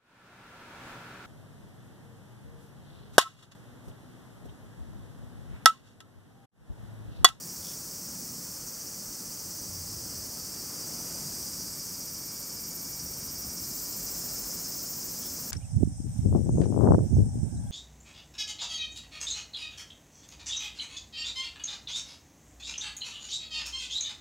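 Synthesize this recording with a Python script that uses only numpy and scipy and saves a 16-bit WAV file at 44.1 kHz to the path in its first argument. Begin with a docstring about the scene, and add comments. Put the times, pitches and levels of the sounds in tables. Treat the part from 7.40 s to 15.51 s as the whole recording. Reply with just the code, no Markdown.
"""Cicadas in a park

Cicadas sing in the trees above a gravel path while a town rumbles far off. The two near ones buckle their
drum membranes about 400 times a second and throb 14 to 16 times a second, swinging between a low ring and
a high sizzle. One leads, a second winds up and takes over, and a third joins late with a slower rattle.
Two short rattles of ticks and a few soft handling rumbles sound close to the microphone."""
import sys
import numpy as np
from scipy import signal
from scipy.fft import rfft, irfft, next_fast_len
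from scipy.io import wavfile

SR = 44100
rng = np.random.default_rng(int(sys.argv[2]) if len(sys.argv) > 2 else 0)


def wav_out(sig):
    """Save sig, one row per channel (or a flat mono array), as 16-bit PCM at SR to the path in sys.argv[1]."""
    wavfile.write(sys.argv[1], SR, np.round(np.clip(np.atleast_2d(sig).T, -1, 1) * 32767).astype(np.int16))


N = 357651
TIME, BINS = np.arange(N) / SR, np.fft.rfftfreq(N, 1 / SR)

# the tone of the far town: f/Hz, relative level/dB
TOWN_SPECTRUM = [(18, -34), (30, -13), (45, -3.5), (62, -9.5), (85, -4), (115, -2), (175, -1), (300, -3),
                 (400, -9.5), (540, -10.5), (680, -15.5), (1250, -16), (2000, -22), (3500, -26),
                 (6000, -37)]
# vehicles passing far off: t/s, length/s, rise of the rumble/dB, rise of the wash/dB
TRAFFIC_SWELLS = [(2.7, 0.35, 1.8, 0.9), (3.62, 0.96, 2.5, 3), (5.903, 0.43, 2, 0.5), (6.904, 1, 1.2, 2.5),
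                  (7.998, 1, 2, 1)]
# handling rumbles: t/s, length/s, f/Hz, level/dB
HAND_RUMBLES = [(.21, 0.17, 74.5, -56), (0.803, 0.39, 189, -48), (2.56, 0.92, 90.5, -50.5),
                (3.855, 0.27, 152, -52), (4.1, 0.88, 72, -59), (5.75, .7, 140, -55), (5.8, 0.95, 72, -52.5),
                (6.848, 1, 48, -52.5), (7.95, 0.47, 70, -58)]
# close rattles of ticks: start/s, length/s, gain in the middle/dB
TICK_RATTLES = [(.225, .115, -38), (7.815, .075, -39.5)]
# the tones in one tick: f/Hz, relative level/dB, time to fade by 60 dB/s
TICK_TONES = [(3520, -7, 0.014), (3930, -10, 0.0091), (5350, 2, 0.02), (8640, -7, .006), (10840, 0, 0.013)]
# the tone of the distant crowd of cicadas: f/Hz, relative level/dB
CROWD_SPECTRUM = [(3000, -45), (3900, -21), (4450, -8), (5200, -0.5), (5800, 0), (6600, -2.5), (7600, -3.5),
                  (8550, -1.5), (9400, -9), (10600, -10), (12000, -7.5), (14400, -6), (15700, -9.5)]
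# how loud the crowd is: t/s, level/dB
CROWD_LEVEL = [(0, -41), (1.5, -40.5), (2.5, -40), (3.7, -39.5), (5, -39.5), (6, -40.5), (8.1, -40.5)]
# thin whistles in the chorus: t/s, length/s, f/Hz, glide/(Hz per s), level/dB
CHORUS_WHISTLES = [(.2, 1.6, 5748, 0, -54), (.3, 1.5, 6785, 30, -57), (1.9, 4.5, 7265, 40, -58.5),
                   (2.7, 1.3, 5350, -10, -53), (4.4, .8, 10885, 30, -60), (5.5, 1.8, 8515, 0, -60.5),
                   (5.6, 3.6, 2299, 3, -67.5)]
# the tone of the late cicada: f/Hz, relative level/dB
LATE_SPECTRUM = [(3300, -46), (4200, -3.5), (5300, -12), (6400, 2), (7400, 4.5), (9400, -20), (10600, -3.5),
                 (12500, -0.5), (14500, 0), (15700, -9)]
# how loud the late cicada is: t/s, level/dB
LATE_LEVEL = [(6.05, -80), (6.22, -43), (6.8, -42), (7.4, -43.5), (8.1, -44.5)]
# resonances of a cicada's hollow abdomen: f/Hz, width/Hz, relative level/dB, moment in the throb (0-1)
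ABDOMEN_RESONANCES = [(5350, 700, -7, .45), (5800, 850, 0, .42), (6230, 700, -6.5, .48),
                      (8150, 820, -11, .05)]
# the first cicada throbs a little faster over time: t/s, throb rate/Hz
FIRST_THROB_RATE = [(0, 15.07), (2.9, 15.72)]
# the first cicada fades: t/s, ring level/dB, sizzle level/dB
FIRST_LEVELS = [(0, -49.5, -53), (.8, -50, -50), (1.5, -46.5, -54), (2.5, -48, -50), (3.3, -60, -58),
                (4, -70, -68)]
# the second cicada winds up: t/s, click rate/Hz
SECOND_CLICK_RATE = [(0, 260), (1.6, 278), (2.2, 306), (2.8, 345), (3.1, 361), (3.5, 373), (4, 380.5),
                     (5, 385), (5.9, 386.5), (6.6, 384), (8.1, 384.5)]
# its throbbing slows and settles: t/s, throb rate/Hz
SECOND_THROB_RATE = [(3.7, 15.97), (4.3, 14.66), (5.6, 13.954), (8.1, 13.838)]
# it takes over: t/s, ring level/dB, sizzle level/dB, swing of the throb/dB
SECOND_LEVELS = [(1.2, -56, -68, -2.5), (2.4, -49, -59, -1.5), (3.5, -46, -52, -0.5), (4.5, -45.5, -50, 2),
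                 (5.3, -46, -46, 4), (6, -44, -44.5, 4.5), (7.1, -42.5, -44, 5), (8.1, -43.5, -43, 2)]
# its sizzle climbs: t/s, centre f/Hz
SECOND_SIZZLE_PITCH = [(4.5, 14100), (5.3, 14250), (6, 14600), (6.6, 14950), (7.3, 15400), (8.1, 15200)]
# it tightens its abdomen: t/s, factor on the resonance frequencies
SECOND_TENSION = [(1.2, .96), (2.4, .995), (6.1, 1.003), (6.6, 1.04)]
# its rough chirp between the throbs: t/s, level/dB
CHIRP_LEVEL = [(1.2, -60), (2.4, -49.5), (3.4, -48.5), (4.4, -45), (6.1, -46.5), (6.6, -53)]
# its overtones flare up: t/s, length/s, harmonic number, relative level/dB, swing of the throb/dB
OVERTONE_FLARES = [(3.7, 1.4, 13, -51.5, 4), (4.2, .8, 16, -54, 4), (4.5, 1.4, 15, -50, 6),
                   (5.2, 2.2, 12, -56, 4), (5.8, 1, 15, -46, 3), (7.1, 1.9, 13, -51, 3),
                   (7.15, 1.6, 14, -44.5, 1.5), (7.25, 1.7, 16, -47.5, 4)]

THROB_LIFT = .008  # a throb lifts the click rate by this share


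def amp(db):
    """Turns decibels into a factor to multiply by."""
    return 10 ** (np.asarray(db) / 20)


def unit_rms(x):
    """Scales x so that its average strength (rms) is 1."""
    return x / np.sqrt(np.mean(x ** 2) + 1e-20)


def curve(rows):
    """Joins the rows of a time table with straight lines, giving one curve per value column."""
    s, *columns = np.transpose(rows)
    return np.squeeze([np.interp(TIME, s, c) for c in columns])


def swell(s, length):
    """A smooth rise to 1 and back around the time s."""
    return np.exp(-(2 * (TIME - s) / length) ** 2)


def noise():
    """White noise: an even hiss."""
    return rng.standard_normal(N)


def drift(hz):
    """A random wobble no faster than about hz, at rms 1."""
    size = next_fast_len(N)
    keep_slow = np.exp(-(np.fft.rfftfreq(size, 1 / SR) / hz) ** 2)
    return unit_rms(irfft(rfft(rng.standard_normal(size)) * keep_slow, size)[:N])


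def coloured(x, spectrum):
    """Shapes the lows and highs of x by a spectrum table, at rms 1."""
    hz, db = np.transpose(spectrum)
    gain = amp(np.interp(np.log(BINS + 1), np.log(hz), db))
    return unit_rms(irfft(rfft(x) * gain, N))


def low_cut(x, hz, order):
    """Removes what lies below hz; a higher order cuts more steeply."""
    return signal.sosfilt(signal.butter(order, hz, "high", fs=SR, output="sos"), x)


def resonate(x, hz, width):
    """A resonance that lets through a band around hz: shift down, smooth twice, shift back."""
    turn = np.exp(2j * np.pi * np.cumsum(hz * np.ones(N)) / SR)
    r = np.exp(-np.pi * width / SR)
    smoothed = signal.lfilter([(1 - r) ** 2], [1, -2 * r, r * r], x / turn + 1e-18)
    return 2 * (turn * smoothed).real


def resonate_twice(x, hz, width):
    """The same resonance twice over, for steeper edges."""
    return resonate(resonate(x, hz, width), hz, width)


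def trees(x, wet_db, t60):
    """Adds echoes from trunks, leaves and ground, which fade by 60 dB in t60 seconds."""
    t = TIME[:SR // 2]
    tail = rng.standard_normal(len(t)) * amp(-60 * t / t60)
    echoes = signal.oaconvolve(x, tail / np.linalg.norm(tail))[:N]
    return (x + amp(wet_db) * echoes) / np.hypot(1, amp(wet_db))


def town():
    """Far traffic: a low rumble with a hum in it and a wash of noise above, swelling as vehicles pass."""
    rise_db = 0.1445 * TIME
    rumble_db = -51.5 + rise_db + sum(db * swell(s, length) for s, length, db, _ in TRAFFIC_SWELLS)
    passing_db = sum(db * swell(s, length) for s, length, _, db in TRAFFIC_SWELLS)
    air = coloured(noise(), TOWN_SPECTRUM)
    rumble = signal.sosfiltfilt(signal.butter(3, 420, fs=SR, output="sos"), air)
    wash = unit_rms(air - rumble) * amp(-55.5 + rise_db + passing_db)
    tyres = unit_rms(resonate(noise(), hz=600, width=500)) * amp(-59.5) * passing_db / passing_db.max()
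    hum = unit_rms(resonate(noise(), hz=174.2, width=23.6)) * amp(-58.5)
    return unit_rms(rumble) * amp(rumble_db) + wash + tyres + hum


def handling():
    """A hand shifts on the camera body: soft swells of low noise."""
    return sum(amp(db) * unit_rms(resonate(noise(), hz, width=0.58 * hz)) * swell(s, length)
               for s, length, hz, db in HAND_RUMBLES)


def ticks(gap_s=.008, ends_db=-6, spread_db=0.5):
    """Dry ticks ring briefly, never twice alike, and run together into a rasp that is softer at its ends."""
    out, t = np.zeros(N), TIME[:SR // 40]
    for start, length, gain_db in TICK_RATTLES:
        for s in np.arange(0, length, gap_s):
            tick = sum(amp(db - 60 * t / t60) * np.sin(2 * np.pi * hz * rng.uniform(.97, 1.03) * t)
                       for hz, db, t60 in TICK_TONES)
            level_db = gain_db + ends_db * (2 * s / length - 1) ** 2 + spread_db * rng.standard_normal()
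            at = round((start + s + gap_s * rng.uniform(-.5, .5)) * SR)
            out[at:at + len(t)] += amp(level_db) * tick
    return low_cut(out, hz=2900, order=6)


def membrane(hz, rough, jitter):
    """A cicada's drum membrane buckles hz times a second: a sharp click and a short crackle of its ribs."""
    rate = hz * (1 + jitter * drift(60))
    turns = np.cumsum(rate) / SR + rng.random()
    offset = (turns % 1 - .5) * SR / rate  # samples from the nearest click
    clicks = np.sinc(offset) * np.exp(-(offset / 8) ** 2)
    crackle = noise() * np.exp(-((turns + .5) % 1) / 0.27)
    return np.sqrt(1 - rough) * unit_rms(clicks) + np.sqrt(rough) * unit_rms(crackle)


def throb_phase(rates, top_s):
    """Counts throbs; whole numbers are their tops, and one falls at the time top_s."""
    turns = np.cumsum(curve(rates)) / SR
    return turns - np.interp(top_s, TIME, turns)


def throb(phase, swing_db):
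    """A level that holds, then dips by twice swing_db once a throb; a negative swing makes a bump."""
    return unit_rms(amp(-2 * swing_db * abs(np.sin(np.pi * phase)) ** 4.1))


def stroke(phase, swing_db, start=.15, rise=.2):
    """A level that jumps by twice swing_db, then dies away; start and rise are shares of a throb."""
    fall = np.interp((phase - start) % 1, [0, rise, 1], [1, 0, 1])
    return unit_rms(amp(-2 * swing_db * fall ** 1.5))


def rate_lift(phase):
    """The factor by which the click rate rises and falls with each throb."""
    return 1 + THROB_LIFT * np.cos(2 * np.pi * phase)


def crowd(count=8):
    """Distant cicadas come and go, each at its own rate, blurred by trees into the hiss of many more."""
    voices = np.zeros(N)
    for _ in range(count):
        click_hz = rng.uniform(340, 460) * (1 + .005 * drift(.5))
        clicks = membrane(click_hz, rough=0.25, jitter=0.002)
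        phase = rng.uniform(12, 17) * TIME + rng.random()
        voices += clicks * throb(phase, swing_db=4.5) * amp(2.4 * drift(.8))
    chorus = unit_rms(trees(voices, wet_db=5, t60=0.4)) + amp(-3.5) * noise()
    return coloured(chorus, CROWD_SPECTRUM) * amp(curve(CROWD_LEVEL))


def whistle(s, length, hz, glide, db):
    """A faint tone swells out of the chorus, gliding and wavering in pitch and level."""
    turns = np.cumsum(hz + glide * (TIME - s) + 9.46 * drift(39.6)) / SR
    return amp(db + drift(16)) * swell(s, length) * np.sqrt(2) * np.sin(2 * np.pi * turns)


def late_cicada():
    """A third cicada starts up with a slower, coarser rattle."""
    clicks = membrane(hz=194, rough=0.8, jitter=.02)
    return coloured(trees(clicks, wet_db=3, t60=0.084), LATE_SPECTRUM) * amp(curve(LATE_LEVEL))


def abdomen(clicks, phase, swing_db, tension=1, glide=.025):
    """The abdomen rings with the clicks; its resonances slide with the throb and swell at their own times."""
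    stretch = tension * (1 + glide * np.sin(2 * np.pi * phase))
    ring = sum(amp(db) * resonate(clicks, hz * stretch, width) * throb(phase - moment, swing_db)
               for hz, width, db, moment in ABDOMEN_RESONANCES)
    return unit_rms(low_cut(ring, hz=4650, order=10))


def sizzle(clicks, phase, centre_hz, swing_db, sweep_hz=1500):
    """The high ring of the ribs sweeps upward through each throb; nearby leaves smear its clicks."""
    hz = centre_hz + sweep_hz * ((phase + .5) % 1 - .5)
    core = resonate_twice(clicks + .5 * noise(), hz, width=2600)
    core = unit_rms(trees(core, wet_db=3, t60=.04)) * unit_rms(amp(swing_db * np.cos(2 * np.pi * phase)))
    # a lower, broader band swells just before the core
    fringe = resonate_twice(clicks, hz - 900, width=3400)
    fringe = unit_rms(trees(fringe, wet_db=24, t60=0.054)) * throb(phase + .13, swing_db)
    wavering = unit_rms(core + amp(-5) * fringe) * amp(.6 * drift(6))
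    return trees(wavering, wet_db=-14, t60=.19)


def first_cicada():
    """A near cicada in full, hoarse song at a nearly steady click rate, dying away."""
    phase = throb_phase(FIRST_THROB_RATE, top_s=.005)
    ring_db, sizzle_db = curve(FIRST_LEVELS)
    clicks = membrane(414.7 * rate_lift(phase), rough=0.31, jitter=0.0029)
    ring = trees(abdomen(clicks, phase, swing_db=7) * amp(ring_db), wet_db=7, t60=0.09)
    return ring + sizzle(clicks, phase, centre_hz=15400, swing_db=5.5) * amp(sizzle_db)


def chirp(clicks, phase, swing_db, hz=4880):
    """The deepest resonance of the second cicada's abdomen sounds between the throbs."""
    ring = resonate_twice(clicks + 0.22 * noise(), hz * curve(SECOND_TENSION), width=650)
    return unit_rms(ring) * stroke(phase, 1.6 * swing_db) * amp(curve(CHIRP_LEVEL))


def overtones(phase, ring_db):
    """The second cicada's clean overtones sound at the slow end of each throb, so their pitch holds level."""
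    slow_hz = curve(SECOND_CLICK_RATE) * (1 - THROB_LIFT) * (1 + .0007 * drift(25))
    turns = np.cumsum(slow_hz) / SR
    harmonics = {k: np.sin(2 * np.pi * k * turns) * amp(drift(25)) for k in range(12, 17)}
    fade_in = np.interp(TIME, [2, 3], [0, 1])
    steady = (harmonics[13] + harmonics[15]) * amp(ring_db - 11.5) * fade_in * stroke(phase, swing_db=6.5)
    flares = sum(harmonics[k] * amp(db) * swell(s, length) * stroke(phase, swing_db)
                 for s, length, k, db, swing_db in OVERTONE_FLARES)
    return steady + amp(-1) * flares


def second_cicada():
    """Another near cicada winds up; once up to speed it throbs deeply and its sizzle grows and climbs."""
    phase = throb_phase(SECOND_THROB_RATE, top_s=3.726)
    ring_db, sizzle_db, swing_db = curve(SECOND_LEVELS)
    clicks = membrane(curve(SECOND_CLICK_RATE) * rate_lift(phase), rough=0.24, jitter=0.001983)
    ring = abdomen(clicks, phase, swing_db, curve(SECOND_TENSION)) * amp(ring_db)
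    ring = trees(ring, wet_db=-3, t60=.08)
    high = sizzle(clicks, phase, curve(SECOND_SIZZLE_PITCH), swing_db=5 + .65 * swing_db) * amp(sizzle_db)
    return ring + high + chirp(clicks, phase, swing_db) + overtones(phase, ring_db)


def scene():
    """Everything reaches one microphone, alike in both channels."""
    insects = first_cicada() + second_cicada() + crowd() + late_cicada()
    insects += sum(whistle(*row) for row in CHORUS_WHISTLES)
    mono = insects + town() + handling() + trees(ticks(), wet_db=-6, t60=0.2)
    return np.array([mono, mono])


def record(dry, top_hz=15780):
    """The microphone loses the deepest bass, and the recorder cuts the highest treble."""
    thinned = low_cut(dry, hz=35, order=6)
    treble_cut = signal.firwin(801, top_hz, window=("kaiser", 9), fs=SR)
    return signal.oaconvolve(thinned, treble_cut[None], "same")


dry = scene()
out = record(dry)
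wav_out(out)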